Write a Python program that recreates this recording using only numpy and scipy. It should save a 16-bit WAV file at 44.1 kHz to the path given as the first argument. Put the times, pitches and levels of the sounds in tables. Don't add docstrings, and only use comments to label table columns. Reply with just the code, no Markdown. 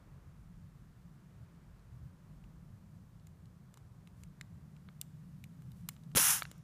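import sys
import numpy as np
from scipy import signal
from scipy.fft import rfft, irfft
from scipy.io import wavfile

SR = 44100
rng = np.random.default_rng(int(sys.argv[2]) if len(sys.argv) > 2 else 0)


def generate_wav(sig):
    pcm = np.round(np.clip(np.atleast_2d(sig).T, -1, 1) * 32767).astype(np.int16)
    wavfile.write(sys.argv[1], SR, pcm)


N = 292383
TIME = np.arange(N) / SR
SHORT = np.arange(4096) / SR
FREQS = np.fft.rfftfreq(N, 1 / SR)
OPEN_S, HOLD_S, EMPTY_S = 6.1565, 0.15, 0.13


def amp(db):
    return 10 ** (np.asarray(db) / 20)


def unit_rms(x):
    return x / np.sqrt(np.mean(x ** 2) + 1e-20)


def burst(x):
    return x / np.sqrt(np.sum(x ** 2) / (.004 * SR) + 1e-20)


def at_hz(points, hz):
    freqs, values = np.transpose(points)
    return np.interp(np.log(hz + 1), np.log(freqs), values)


def curve(rows, column=1):
    rows = np.asarray(rows)
    return np.interp(TIME, rows[:, 0], rows[:, column])


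def swell(s, length):
    return np.cos(np.pi * np.clip((TIME - s) / length, -.5, .5)) ** 2


def add(mix, s, sound):
    part = mix[round(s * SR):][:len(sound)]
    part += sound[:len(part)]


def noise(colour):
    return unit_rms(irfft(rfft(rng.standard_normal(N)) * amp(at_hz(colour, FREQS)), N))


def wander(rate_hz):
    return unit_rms(irfft(rfft(rng.standard_normal(N)) * np.exp(-(FREQS / rate_hz) ** 2), N))


def cut(x, hz, kind, order=2):
    return signal.sosfilt(signal.butter(order, min(hz, .47 * SR), kind, fs=SR, output="sos"), x)


def shelf(x, hz, treble_db):
    low = signal.sosfiltfilt(signal.butter(2, hz, fs=SR, output="sos"), x)
    return low + (x - low) * amp(treble_db)


def resonate(x, hz, width_hz):
    carrier = np.exp(2j * np.pi * np.cumsum(hz) / SR)
    pole = np.exp(-np.pi * width_hz / SR)
    return 2 * (carrier * signal.lfilter([1 - pole], [1, -pole], x / carrier)).real


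def ring(modes, size=1):
    return sum((-1) ** k * amp(db - 60 * SHORT / t60) * np.sin(2 * np.pi * hz / size * SHORT)
               for k, (hz, db, t60) in enumerate(modes))


def scatter(t60):
    fade = amp(-60 * SHORT / t60)
    spectrum = rfft(rng.standard_normal(len(SHORT)) * fade)
    whitened = irfft(spectrum / (abs(spectrum) + 1e-12))
    return burst(whitened * np.sqrt(fade))


def wind(breeze_db=-72):
    # (frequency [Hz], level [dB])
    colour = [(18, -33), (30, -8.5), (48, 4), (70, -6), (110, -37.5), (250, -74)]
    # (middle [s], length [s], level [dB])
    gusts = [(.6, 2, -63.5), (1.72, 0.62, -63), (2.46, .9, -60), (4.28, 0.25, -64)]
    return noise(colour) * (amp(breeze_db) + sum(amp(db) * swell(s, length) for s, length, db in gusts))


def rumble(level_db=-60, lump_db=3, bump_db=-49.5):
    # (frequency [Hz], level [dB])
    colour = [(25, -26), (50, -9.5), (75, 0.5), (110, 3), (135, -1), (180, -11.5), (300, -39), (600, -56.5)]
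    bump = amp(bump_db) * swell(s=2.05, length=0.11)
    return noise(colour) * (amp(level_db + lump_db * wander(7.3)) + bump)


def drone(waver_db=1):
    # (frequency [Hz], level [dB])
    colour = [(90, -52), (130, -1), (170, 2), (200, -6.5), (240, -16.5), (290, -24.5), (500, -52.5)]
    # (time [s], level [dB])
    levels = [(0, -61.5), (.85, -58), (2.2, -61.5), (2.35, -53), (3.4, -62), (4.1, -59), (5.1, -54),
              (6.1, -50.5), (6.63, -55)]
    return noise(colour) * amp(curve(levels) + waver_db * wander(4.6))


def far_wash(treble_hz=1300):
    # (frequency [Hz], level [dB])
    colour = [(100, 3), (280, 7), (450, 0.5), (600, 0), (800, -3), (1100, -1.5), (1700, -7), (2400, -14),
              (4000, -21), (9000, -32.5)]
    # (time [s], level [dB], treble gain [dB])
    drift = [(0, -65.5, -0.5), (.5, -71.5, 2.5), (1.1, -70, 1.5), (1.5, -69, 2.5), (2.55, -69, -1),
             (3.1, -70.5, -1.4), (4.6, -69.5, -.5), (5.2, -71.5, 2), (6.63, -70, -2.5)]
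    return shelf(noise(colour), treble_hz, curve(drift, column=2)) * amp(curve(drift))


def faint_hiss(level_db=-80):
    # (frequency [Hz], level [dB])
    colour = [(500, 2.5), (3000, -0.5), (7000, 0), (12000, -4), (15000, -6.5)]
    return amp(level_db) * noise(colour)


def yard_echo(x, wet_db=-27, build_s=0.006):
    # (frequency [Hz], t60 [s])
    decay = [(200, 1), (1500, 0.81), (6000, 0.66), (14000, 0.3)]
    hz, t, spectra = signal.stft(rng.standard_normal(SR), SR, nperseg=256)
    envelope = amp(-60 * t / at_hz(decay, hz)[:, None]) * (1 - np.exp(-t / build_s))
    tail = signal.istft(spectra * envelope, SR, nperseg=256)[1]
    return amp(wet_db) * signal.fftconvolve(x, tail / np.linalg.norm(tail))[:N]


def blade_rubs(grain_db=3):
    # (start [s], length [s], level [dB])
    strokes = [(4.134, 0.14, -76.5), (4.998, 0.047, -70), (5.70, 0.18, -75.5), (5.87, 0.1, -70)]
    # (frequency [Hz], level [dB])
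    colour = [(500, -16), (1500, 2), (4000, -3), (8000, -1), (12000, 0), (15000, -5)]
    envelope = np.zeros(N)
    for s, length, db in strokes:
        add(envelope, s, amp(db) * np.hanning(int(length * SR)))
    return envelope * noise(colour) * amp(grain_db * wander(300))


def tick(low_hz, high_hz, ring_hz, rattle_s, crack_db=-3, ring_t60=0.0034, echo=0.61, trip_s=0.000825):
    # (frequency [Hz], level [dB], t60 [s])
    modes = [(1090, 1.5, 0.0036), (2200, -2, 0.0084), (2910, -4.5, 0.013), (4050, 0, 0.0058),
             (5320, -6, 0.005), (7200, 5.5, 0.0038), (8300, -6, 0.011), (9550, -5.5, 0.01),
             (10530, 0, 0.005), (12170, 10, 0.002), (15000, 0, 0.0094)]
    body = burst(signal.fftconvolve(scatter(t60=6 * rattle_s), ring(modes))[:len(SHORT)])
    crack = scatter(t60=0.016)
    crack = crack + echo * np.interp(SHORT - trip_s, SHORT, crack, left=0)
    rattle = cut(body + amp(crack_db) * crack, low_hz, "high", order=5)
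    rattle = burst(cut(rattle, high_hz, "low"))
    tone = burst(ring([(ring_hz, 0, ring_t60)]) * (1 - np.exp(-SHORT / rattle_s)))
    tone_db = 1 - 2.5 * abs(np.log2(ring_hz / 2160))
    return burst(rattle + amp(tone_db) * tone)


def blade_creep(from_s=1.7, slips_per_s=2, level_db=-75.5, spread_db=2.5):
    slips = (rng.random(N) < slips_per_s / SR) * (TIME > from_s)
    gains = amp(level_db + spread_db * rng.standard_normal(N))
    click = tick(low_hz=2500, high_hz=10000, ring_hz=4140, rattle_s=.0012)
    return signal.fftconvolve(slips * gains, click)[:N]


def blade_ticks():
    # (time [s], level [dB], low cut [Hz], high cut [Hz], ring [Hz], rattle time constant [s])
    slips = [(2.440, -67, 2000, 3500, 2740, 0.0022), (3.2696, -61.5, 1500, 12000, 7150, .0025),
             (3.741, -59, 940, 11000, 7130, 0.0022), (3.773, -57.5, 600, 9100, 1060, 0.0055),
             (4.0735, -60.5, 990, 9900, 2600, 0.0021), (4.2355, -55.5, 700, 9400, 7320, .00023),
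             (4.4115, -44, 1350, 6260, 2060, 0.00067), (4.765, -66.5, 1500, 4000, 2550, .0016),
             (5.0137, -37.5, 3030, 12500, 8270, 0.00079), (5.4403, -52, 2230, 10900, 2430, 0.0024),
             (5.621, -65.5, 1100, 14000, 1400, .0006), (5.718, -63, 1497, 15000, 3800, .0022),
             (5.8883, -36.5, 890, 13500, 11500, 0.004), (5.965, -63, 1010, 5000, 1280, .001),
             (6.036, -67, 2350, 8900, 3900, .005), (6.116, -65.5, 1200, 5000, 2000, .0024),
             (6.431, -48, 2000, 12000, 4360, .00067), (6.5143, -50, 1510, 12300, 490, 0.00084),
             (6.58, -69, 5040, 15100, 12600, .001)]
    out = np.zeros(N)
    for s, db, *seat in slips:
        add(out, s, amp(db) * tick(*seat))
    return out


def wet_pops(rise_s=0.00018, top_hz=4700):
    # (time [s], level [dB], size [factor on the period])
    pops = [(4.8875, -55, 0.92), (6.4214, -33.5, 0.89), (6.4528, -45.5, 0.75)]
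    # (frequency [Hz], level [dB], t60 [s])
    modes = [(565, -4.5, 0.0091), (1140, 5, 0.012), (1500, 5.5, 0.0068), (2030, -1.5, 0.017),
             (3150, 7.5, 0.0035), (4000, -2.5, 0.0053)]
    out = np.zeros(N)
    for s, db, size in pops:
        pop = ring(modes, size) * (1 - np.exp(-SHORT / rise_s))
        add(out, s, amp(db) * burst(cut(pop, top_hz, "low", order=6)))
    return out


def snap(high_hz, spray_db=-3, spray_t60=0.0067):
    # (frequency [Hz], level [dB])
    colour = [(100, -3), (450, 4.5), (900, -4), (3500, -2.5), (5000, -4), (7000, -4), (11500, 6.5),
              (15000, -17)]
    hz = abs(np.fft.fftfreq(len(SHORT), 1 / SR))
    log_gain = np.log(amp(at_hz(colour, hz)))
    pulse = np.fft.ifft(np.exp(np.conj(signal.hilbert(log_gain)))).real
    spray = signal.fftconvolve(pulse, scatter(spray_t60))[:len(SHORT)]
    return burst(cut(amp(spray_db) * burst(spray) - burst(pulse), high_hz, "low"))


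def puncture(lurch_rise_s=0.00077, lurch_t60=0.027):
    # (time [s], snap level [dB], snap high cut [Hz], lurch level [dB], lurch pitch [Hz])
    jerks = [(6.151, -37, 4500, -32, 305), (6.1582, -48, 12000, -19, 153), (6.1618, -36, 7000, -28, 202),
             (6.1720, -24.5, 11000, -24.5, 528), (6.1982, -35, 4000, -36, 300)]
    out = np.zeros(N)
    for s, snap_db, high_hz, lurch_db, lurch_hz in jerks:
        lurch = ring([(lurch_hz, lurch_db, lurch_t60)]) * (1 - np.exp(-SHORT / lurch_rise_s))
        add(out, s, amp(snap_db) * snap(high_hz) - cut(lurch, 55, "high"))
    return out


def rip(start_s=6.1735, length_s=.0115, count=5, softest_db=-31, range_db=4):
    out = np.zeros(N)
    for k, (late, strength) in enumerate(rng.random((count, 2))):
        thin_snap = cut(snap(high_hz=10500), 700, "high")
        add(out, start_s + length_s * (k + late) / count, amp(softest_db + range_db * strength) * thin_snap)
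    return out


def air_flow(nick_s=6.1505, nick_db=-35.5, full_db=-25, rise_s=.0025, seep_db=-60, seep_t60=.14):
    nicked, opened = (np.clip((TIME - s) / rise_s, 0, 1) for s in (nick_s, OPEN_S))
    left_s = OPEN_S + HOLD_S + EMPTY_S - TIME
    slit = np.maximum(amp(nick_db) * nicked, amp(full_db) * opened)
    run_down = np.clip(left_s / EMPTY_S, 0, 1) ** 1.47
    seep = opened * amp(seep_db + 60 * np.minimum(left_s, 0) / seep_t60)
    return 20 * np.log10(slit * run_down + seep + 1e-9)


def air_jet(flutter_db=0.58, dulling=0.28, dull_below_db=-28, treble_hz=4500, climb_hz_per_s=6000):
    # (frequency [Hz], level [dB])
    colour = [(200, -48), (450, -24), (650, -16), (850, -7), (1500, -4.5), (2200, -7), (3300, -7),
              (4600, -12), (5400, -1.5), (7300, -1), (8500, -5.5), (9400, 1.5), (11400, 2), (13000, -3.5),
              (14600, -7), (15400, -1)]
    # (frequency [Hz], width [Hz], gain [dB])
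    recess = [(1314, 110, 5), (1640, 195, 2.5), (2790, 75, 4.5), (4900, 450, -1), (7680, 360, -3.5),
              (11300, 380, -0.5), (12400, 430, -6)]
    recess_db = sum(db / (1 + (2 * (FREQS - hz) / width) ** 2) for hz, width, db in recess)
    air = unit_rms(irfft(rfft(noise(colour)) * amp(recess_db), N))
    notch_hz = 13250 + climb_hz_per_s * np.clip(TIME - OPEN_S - HOLD_S, 0, EMPTY_S)
    air = air - resonate(air, notch_hz, width_hz=650)
    flow_db = air_flow()
    air = shelf(air, treble_hz, dulling * np.minimum(flow_db - dull_below_db, 0))
    return air * amp(flow_db + flutter_db * wander(151))


def scene():
    close = blade_ticks() + blade_creep() + blade_rubs() + wet_pops() + puncture() + rip() + air_jet()
    echo = yard_echo(close)
    background = wind() + rumble() + drone() + far_wash() + faint_hiss()
    return (close + echo + background)[None]


def record(dry, top_hz=15350):
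    return signal.oaconvolve(dry, signal.firwin(511, top_hz, window=("kaiser", 9), fs=SR)[None], "same")


dry = scene()
out = record(dry)
generate_wav(out)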